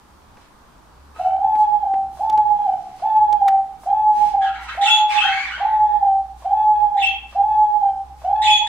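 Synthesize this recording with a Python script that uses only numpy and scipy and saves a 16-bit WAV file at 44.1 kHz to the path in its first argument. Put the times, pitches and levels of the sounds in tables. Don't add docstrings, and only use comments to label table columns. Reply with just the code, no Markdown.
import sys
import numpy as np
from scipy import signal
from scipy.fft import rfft, irfft
from scipy.io import wavfile
from scipy.ndimage import uniform_filter1d

SR = 44100
rng = np.random.default_rng(int(sys.argv[2]) if len(sys.argv) > 2 else 0)


def generate_wav(sig):
    pcm = np.round(np.clip(np.atleast_2d(sig).T, -1, 1) * 32767).astype(np.int16)
    wavfile.write(sys.argv[1], SR, pcm)


def undo_db(level):
    steps = np.asarray(level, float) / 20
    return 10 ** steps


N = 382788
EDGE_HZ = 15700


def evened(x):
    return x / np.sqrt(np.mean(x ** 2) + 1e-20)


def read(points, hz):
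    f, value = np.transpose(points)
    return np.interp(np.log(hz + 1), np.log(f + 1), value)


def add(mix, start_s, sound):
    part = mix[round(start_s * SR):][:len(sound)]
    part += sound[:len(part)]


def drift(length, hz):
    noise = rng.standard_normal(length + 4000)
    return evened(signal.lfilter(*signal.butter(2, hz, fs=SR), noise)[4000:])


def band_noise(shape, low_hz, high_hz, order=2):
    return signal.lfilter(*signal.butter(order, [low_hz, high_hz], "band", fs=SR), rng.standard_normal(shape))


def pair(shape, same):
    a, b, c, d = rng.standard_normal(shape[::-1] + (4,)).T
    same = np.clip(same, -1, 1)[:, None]
    left, other = a + 1j * b, c + 1j * d
    return np.array([left, same * left + np.sqrt(1 - same ** 2) * other])


def air():
    # f/Hz, level/dB per Hz
    air_spectrum = [(25, -12.5), (55, -1), (90, -18), (140, -11.5), (320, -17.5), (600, -19), (1000, -11.5),
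                    (2000, -27), (4500, -28.5), (15600, -36)]
    # f/Hz, likeness [-1..1]
    air_same = [(60, 0.95), (180, 0.39), (550, 0.36), (1650, 0.034), (4970, 0.11), (15000, 0.075)]
    # f/Hz, level/dB
    air_lean = [(60, 1), (180, -2), (550, -2), (1650, 0), (4970, 1.5), (15000, -2)]
    frames, hz = N // 256 + 5, np.fft.rfftfreq(1024, 1 / SR)
    patches = rng.standard_normal((frames, 513)).T
    patches_db = evened(uniform_filter1d(uniform_filter1d(patches, 10, 0), 20, 1))
    z = pair((513, frames), read(air_same, hz)) * undo_db(read(air_spectrum, hz)[:, None] + patches_db)
    z = z * undo_db(np.multiply.outer([.5, -.5], read(air_lean, hz)))[:, :, None]
    return undo_db(-50.5) * evened(signal.istft(z, nperseg=1024, noverlap=768)[1][:, :N])


def engine():
    # t/s, f/Hz, level/dB
    engine_course = [(0.0, 70.36, -62), (0.22, 73.04, -59), (0.5, 58.5, -76), (0.74, 45.56, -60),
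                     (1.01, 65.55, -47.5), (1.33, 71.9, -51.5), (1.57, 61.17, -52), (2.03, 60.5, -49.5),
                     (2.39, 74.76, -47), (2.9, 77.53, -64.5), (3.2, 78.96, -53.5), (3.58, 58.8, -53),
                     (3.8, 55.35, -56), (4.33, 56.4, -47), (4.6, 60, -63.5), (7.5, 59.7, -58),
                     (8.25, 66.75, -43), (8.68, 66.7, -48.5)]
    t = np.arange(N) / SR
    s, hz, db = np.transpose(engine_course)
    turn = 2 * np.pi * np.cumsum(np.interp(t, s, hz) + 3.0 * drift(N, 2.1)) / SR
    level = undo_db(np.interp(t, s, db) + 1.8 * drift(N, 3.8))
    port_phase = np.array([[0], [.3]])
    return np.sqrt(2) * level * (np.sin(turn + port_phase) + undo_db(-19.5) * np.sin(2 * turn))


def tyre_band(level_db, low_hz, high_hz, unlike):
    noise = band_noise((3, N), low_hz, high_hz)
    return undo_db(level_db) * evened(noise[0] + unlike * noise[1:])


def tyres():
    t = np.arange(N) / SR
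    gust_db = 10 * np.exp(-((t - 4.23) / 0.12) ** 2)
    wash_db = -49 - 2.5 * abs(t - 2.4) + gust_db
    roar_db = -57 - 2.5 * abs(t - 0.89)
    wash = undo_db(-4.5) * tyre_band(wash_db, 46, 350, 0.79)
    roar = tyre_band(roar_db, 720, 1420, .8) * undo_db(np.array([[-1.5], [1.5]]))
    return wash + roar


def feathers():
    # middle t/s, length/s, level/dB, dullness/dB per octave
    swishes = [(0.399, 0.11, -66, -5), (1.204, 0.19, -57.5, 0.5), (1.588, 0.083, -52.5, 1.4),
               (2.171, 0.19, -54, 2.5), (2.989, 0.11, -58.5, -2), (3.823, 0.11, -51.5, 4.5),
               (4.218, .27, -51.5, -2), (4.628, 0.058, -50, 0), (4.739, 0.15, -56, -0.5),
               (2.806, 1.0, -65, -2.5), (5.122, 0.097, -37.5, -8), (5.403, 0.39, -49, -10),
               (6.398, 0.11, -57.5, 1), (7.302, 0.092, -58.5, -3.5), (8.206, .12, -58, -0.4)]
    # f/Hz, level/dB per Hz
    vane_spectrum = [(710, -33.5), (1200, -1), (1250, -27.5), (1420, -9), (2460, -7), (3180, -8),
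                     (15500, -7)]
    out, hz = np.zeros(N), np.fft.rfftfreq(SR, 1 / SR)
    bass_cut = (hz ** 2 / (hz ** 2 + 1000 ** 2)) ** 2
    for middle_s, length_s, db, dull_db in swishes:
        n = round(length_s * SR)
        grains = rng.standard_normal(SR) * undo_db(2.5 * drift(SR, 250))
        colour = undo_db(read(vane_spectrum, hz) + dull_db * np.log2(hz / 3000 + 0.022)) * bass_cut
        rub = irfft(rfft(grains) * colour)[:n]
        add(out, middle_s - length_s / 2, undo_db(db) * evened(rub) * signal.windows.tukey(n, .7))
    return out


def ticks():
    # t/s, peak level/dB, ring f/Hz, thud level/dB, bright share [0..1]
    tick_events = [
        (0.37, -46.5, 2400, -38, .02),
        (1.552, -38.5, 1710, -31, 0.075),
        (1.936, -48, 1500, -27.5, 0.099),
        (2.297, -27.5, 3625, -28, 0.11),
        (2.326, -38.5, 3590, -40, 0.056),
        (2.375, -29.5, 3706, -27, 0.09),
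        (3.166, -39, 2500, -42.5, 0.032),
        (3.326, -28, 3436, -30, 0.048),
        (3.479, -18, 1407, -38, 0.072),
        (7.638, -52, 8230, -64, 0.095),
    ]
    out, t = np.zeros(N), np.arange(2000) / SR
    for s, db, hz, thud_db, bright in tick_events:
        decay = undo_db(-60 * t * hz / 45)
        grit = rng.standard_normal(len(t)) * decay * np.minimum(t / 0.0072, 1)
        ring = signal.lfilter(*signal.butter(1, [hz * .65, hz * 1.5], "band", fs=SR), grit)
        crack = ring + bright * np.diff(grit, prepend=0)
        thud = band_noise(len(t), 200, 1300) * undo_db(-60 * t / 0.075)
        add(out, s, undo_db(db) * crack / abs(crack).max() + undo_db(thud_db) * thud / abs(thud).max())
    return out


def voice(rows, waver, waver_hz, smooth_s, steady_hz):
    s, hz, db = np.transpose(rows)
    t = np.arange(s[0], s[-1], 1 / SR)
    smooth = max(round(smooth_s * SR), 1)
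    hz = uniform_filter1d(np.interp(t, s, hz), smooth, mode="nearest")
    db = uniform_filter1d(np.interp(t, s, db), smooth, mode="nearest")
    slack = np.clip(10 * (1 - hz / steady_hz), 0, 1)
    wavering = 1 + waver * (1 + 2 * slack) * drift(SR, waver_hz)[:len(t)]
    turn = 2 * np.pi * np.cumsum(hz * wavering) / SR
    return turn, hz, np.sqrt(2) * undo_db(db) * signal.windows.tukey(len(t), .05), slack


def parakeet(calls, beak, waver, steady_hz, rasp, strain):
    out = np.zeros(N)
    for rows in calls:
        turn, hz, level, _ = voice(rows, waver, 280, 0.0017, steady_hz)
        strain_db = strain * (rows[-2][2] + 32.5)
        tone = 0
        for k in range(1, 9):
            partial_db = read(beak, k * hz) - read(beak, hz) + (k > 1) * strain_db
            tone = tone + undo_db(partial_db) * (k * hz < EDGE_HZ) * np.sin(k * turn)
        onset = 1 + 1.7 * np.exp(-np.arange(len(hz)) / SR / 0.012)
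        rough = rasp * onset * drift(SR, 670)[:len(hz)]
        add(out, rows[0][0], level * tone * (1 + rough))
    return signal.lfilter(*signal.butter(4, 0.9 * steady_hz, "high", fs=SR), out)


def warble_shape(start_s, length_s, from_hz, to_hz, db):
    end_s, edge_db = start_s + length_s, db - 20.5
    return [(start_s, from_hz, edge_db), (start_s + .011, from_hz, db),
            (end_s, to_hz, db - 3), (end_s + 0.0043, to_hz, edge_db)]


def warbles():
    # t/s, length/s, from f/Hz, to f/Hz, effort level/dB
    glides = [(1.138, 0.12, 1288, 1430, -51), (3.69, 0.16, 1167, 1116, -68), (4.564, 0.16, 981, 981, -44.5),
              (5.095, .09, 1060, 1194, -47), (5.563, 0.051, 976, 1008, -37),
              (4.403, 0.049, 1651, 1625, -35), (4.449, 0.035, 1473, 1305, -39.5),
              (4.524, .035, 1321, 2330, -40), (4.549, 0.034, 1391, 1346, -46.5),
              (4.578, 0.014, 2016, 1920, -43.5), (4.609, 0.017, 1405, 1310, -45),
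              (4.673, 0.022, 1260, 1967, -32), (4.697, .04, 1950, 2300, -44),
              (4.839, .045, 1320, 1463, -35), (5.089, 0.034, 2494, 2203, -29),
              (5.2, 0.09, 1320, 2114, -29.5), (5.249, 0.14, 1496, 1713, -36.5),
              (5.301, .14, 2088, 2315, -32), (5.431, 0.053, 2110, 1573, -37),
              (5.495, 0.063, 1430, 1595, -36.5), (5.59, .17, 2054, 1780, -50.5),
              (5.857, .1, 1770, 1804, -56)]
    # f/Hz, level/dB
    beak = [(1000, 1), (1600, -4.5), (3200, -9.5), (5000, -26), (7000, -24.5), (10000, -41), (14500, -48)]
    return parakeet([warble_shape(*row) for row in glides], beak, .038, 1300, .27, 0)


def coo_shape(start_s, slack_s, climb_s, long_s, short_s, slack_hz, short_hz, long_db, short_db):
    scoop_s, swell_s, droop_s = .021, .14, 0.045
    top_hz, sag_hz_per_s, short_sag_hz = 861, 95, 11
    top_s = scoop_s + slack_s + 0.0032 + climb_s
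    tired_s = long_s - droop_s
    held_hz = slack_hz + 200 * slack_s
    peak_hz = top_hz + 30 * max(1 - climb_s / .07, 0)
    tired_hz = top_hz - sag_hz_per_s * (tired_s - top_s)
    slack_db, end_s = long_db - 5.5, long_s + short_s
    rows = [(0, 624.6, long_db - 8),
            (scoop_s, slack_hz, slack_db),
            (top_s - climb_s, held_hz, slack_db),
            (top_s - .6 * climb_s, held_hz + .7 * (peak_hz - held_hz), slack_db),
            (top_s, peak_hz, long_db - 7.5),
            (top_s + swell_s, top_hz - sag_hz_per_s * swell_s, long_db),
            (tired_s, tired_hz, long_db - 5),
            (long_s, tired_hz - 21.3, short_db - 12),
            (long_s + .024, short_hz, short_db),
            (end_s, short_hz - short_sag_hz, short_db - 10),
            (end_s + 0.037, short_hz - 2 * short_sag_hz, short_db - 28)]
    return np.array(rows) + [start_s, 0, 0]


def dove():
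    # t/s, slack/s, climb/s, long note/s, short note/s
    coo_times = [
        (1.183, .2, .06, 0.63, 0.18),
        (2.191, .0, 0.028, 0.46, 0.094),
        (3.017, .0, 0.032, 0.38, 0.15),
        (3.855, 0.0059, .08, 0.47, 0.11),
        (4.769, 0.037, 0.076, 0.46, 0.077),
        (5.596, 0.011, 0.051, 0.41, .12),
        (6.442, .02, 0.082, .498, 0.088),
        (7.346, 0.041, 0.078, 0.46, 0.099),
        (8.238, 0.0084, 0.11, 0.37, 0.046),
    ]
    # slack f/Hz, short note f/Hz, long note level/dB, short note level/dB, purr depth [0..1]
    coo_efforts = [
        (739, 785, -13.5, -19.5, 0.43),
        (805, 765, -14, -16.5, 0.6),
        (823, 785, -12.5, -13, 0.22),
        (779, 785, -13, -16, 0.4),
        (798, 782, -15, -19, .08),
        (812, 785, -13.5, -13.5, 0.2),
        (775, 792, -13, -17.5, 0.27),
        (800, 790, -13, -15.5, .2),
        (755, 890, -13.5, -21.5, .25),
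    ]
    # multiple of the pitch, level/dB
    overtones = [(1, 5), (2, -42.5), (3, -47), (4, -45), (5, -55.5)]
    out, t = np.zeros(N), np.arange(3000) / SR
    for timing, (*effort, purr) in zip(coo_times, coo_efforts):
        rows = coo_shape(*timing, *effort)
        turn, hz, level, slack = voice(rows, 0.0027, 78, 0.00094, 845)
        n = len(hz)
        throb = np.sin(2 * np.pi * np.cumsum(64 + 13.0 * drift(SR, 9.7)[:n]) / SR)
        swelling = 1 + np.exp(-np.arange(n) / SR / 0.087)
        leak = swelling * undo_db(5.0 * drift(SR, 35)[:n]) * (1 - 0.099 * slack)
        upper = sum(undo_db(db) * np.sin(k * turn) for k, db in overtones[1:])
        tone = level * np.sin(turn) + np.minimum(level, .09) * leak * upper
        add(out, rows[0][0], tone * (1 + purr * slack * throb))
        puff = evened(band_noise(len(t), 520, 1050))
        add(out, rows[0][0] - .022, undo_db(-36.5 - 60 * t / .1) * puff * np.minimum(t / .002, 1))
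    return signal.lfilter(*signal.butter(2, 660, "high", fs=SR), out)


def standing(x):
    # f/Hz, level/dB, t60/s
    modes = [(700, -11.5, .8), (778, -9.5, 0.97), (797, -12, 0.97), (871, -13, 1)]
    t = np.arange(SR) / SR
    ring = sum(undo_db(db - 60 * t / t60) * np.cos(2 * np.pi * hz * t) / t60 for hz, db, t60 in modes)
    return signal.fftconvolve(x, ring * 2 * np.log(1000) / SR)[:N]


def mains_hum():
    # t/s, length/s, level/dB
    hum_spells = [
        (4.44, 0.38, -45),
        (4.95, 0.4, -55.5),
        (5.42, 1.52, -46.5),
        (6.95, 0.73, -47),
    ]
    t, level = np.arange(N) / SR, 0
    for s, length_s, db in hum_spells:
        inside_s = np.minimum(t - s, s + length_s - t)
        level = level + undo_db(db) * np.clip(inside_s / 0.037, 0, 1)
    return np.sqrt(2) * level * np.sin(2 * np.pi * 59.9 * t)


def chirp_shape(start_s, open_s, middle_hz, last_hz, db):
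    step_s, open_hz, high_hz = .005, 1780, 3428
    last_s = 0.067 + .006 * (db + 28)
    # length/s, from f/Hz, to f/Hz, level/dB, change/dB
    notes = [(open_s, open_hz, open_hz + 363, db - 6, -2),
             (.026, high_hz + 197, high_hz, db - 4, 2),
             (.032, middle_hz, middle_hz - 60, -20, 0),
             (last_s, last_hz, last_hz - 29.8, db, -6)]
    rows, s = [(start_s, open_hz - 100, db - 25.5)], start_s
    for length_s, from_hz, to_hz, note_db, fade_db in notes:
        rows.append((s + step_s, from_hz, note_db))
        s += max(length_s, 2 * step_s)
        rows.append((s, to_hz, note_db + fade_db))
    return rows + [(s + 0.013, last_hz - 150, db - 26.5)]


def chirps():
    # t/s, opening note/s, middle note f/Hz, last note f/Hz, effort level/dB
    contact_calls = [
        (4.808, .024, 2695, 3423, -21.5),
        (5.118, .028, 2643, 3207, -27.5),
        (6.965, 0.025, 2710, 3270, -29.5),
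        (8.415, 0.021, 2548, 3409, -21.5),
        (8.662, 0.033, 2600, 3400, -22),
    ]
    # f/Hz, level/dB
    beak = [(1300, -2.5), (2600, 5.5), (3600, -2.5), (5200, -22), (7000, -15.5), (10300, -28),
            (14500, -50.5)]
    return parakeet([chirp_shape(*row) for row in contact_calls], beak, .012, 2400, .18, .8)


def room(x, onset_s):
    # f/Hz, t60/s
    decay_times = [(300, 0.067), (800, 0.64), (2000, 0.55), (4000, 0.36), (8000, 0.18), (14000, 0.024)]
    # f/Hz, likeness [-1..1]
    wall_same = [(300, 1), (800, 0.88), (1600, 0.69), (3000, -0.071), (7000, -0.41), (14000, 0.94)]
    hz, t = np.fft.rfftfreq(256, 1 / SR), np.arange(700) * 64 / SR
    t60_s = np.maximum(read(decay_times, hz), .05)[:, None]
    z = pair((129, 700), read(wall_same, hz)) * undo_db(-60 * t / t60_s)
    tail = signal.istft(z, nperseg=256, noverlap=192)[1]
    tail = tail * np.clip(np.arange(tail.shape[1]) / SR / onset_s - .5, 0, 1)
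    return signal.fftconvolve(x[None], tail / np.linalg.norm(tail[0]), axes=1)[:, :N]


def placed(x, lean_db, lag):
    return np.array([x * undo_db(lean_db / 2), np.roll(x, lag) * undo_db(-lean_db / 2)])


def scene():
    background = air() + engine() + tyres() + mains_hum()
    swish, tick, warble, coos, chirp = feathers(), ticks(), warbles(), dove(), chirps()
    direct = placed(coos + standing(coos) + swish, -1.3, lag=-1)
    direct = direct + placed(undo_db(-4) * chirp + undo_db(-10.5) * warble, 1.1, lag=4) + placed(tick, .4, lag=0)
    near = room(undo_db(-5.5) * coos + undo_db(7.0) * swish + undo_db(-18.0) * tick, 0.012)
    far = room(undo_db(3.0) * chirp + undo_db(3.12) * warble, 0.003)
    return background + direct + near * undo_db(np.array([[-.8], [.8]])) + far


def low_pass(x):
    return signal.sosfilt(signal.butter(12, 15750, fs=SR, output="sos"), x)


def record(dry):
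    hz = [0, 8000, 14000, EDGE_HZ - 150, EDGE_HZ + 150, SR / 2]
    colour = signal.firwin2(511, hz, [1, 0.74, 0.52, .45, 0.11, 0.021], window=("kaiser", 9), fs=SR)
    ending = np.minimum(np.arange(N)[::-1] / SR / .004, 1)
    mix = signal.oaconvolve(dry * ending, colour[None], "same")
    return low_pass(mix)


dry = scene()
out = record(dry)
generate_wav(out)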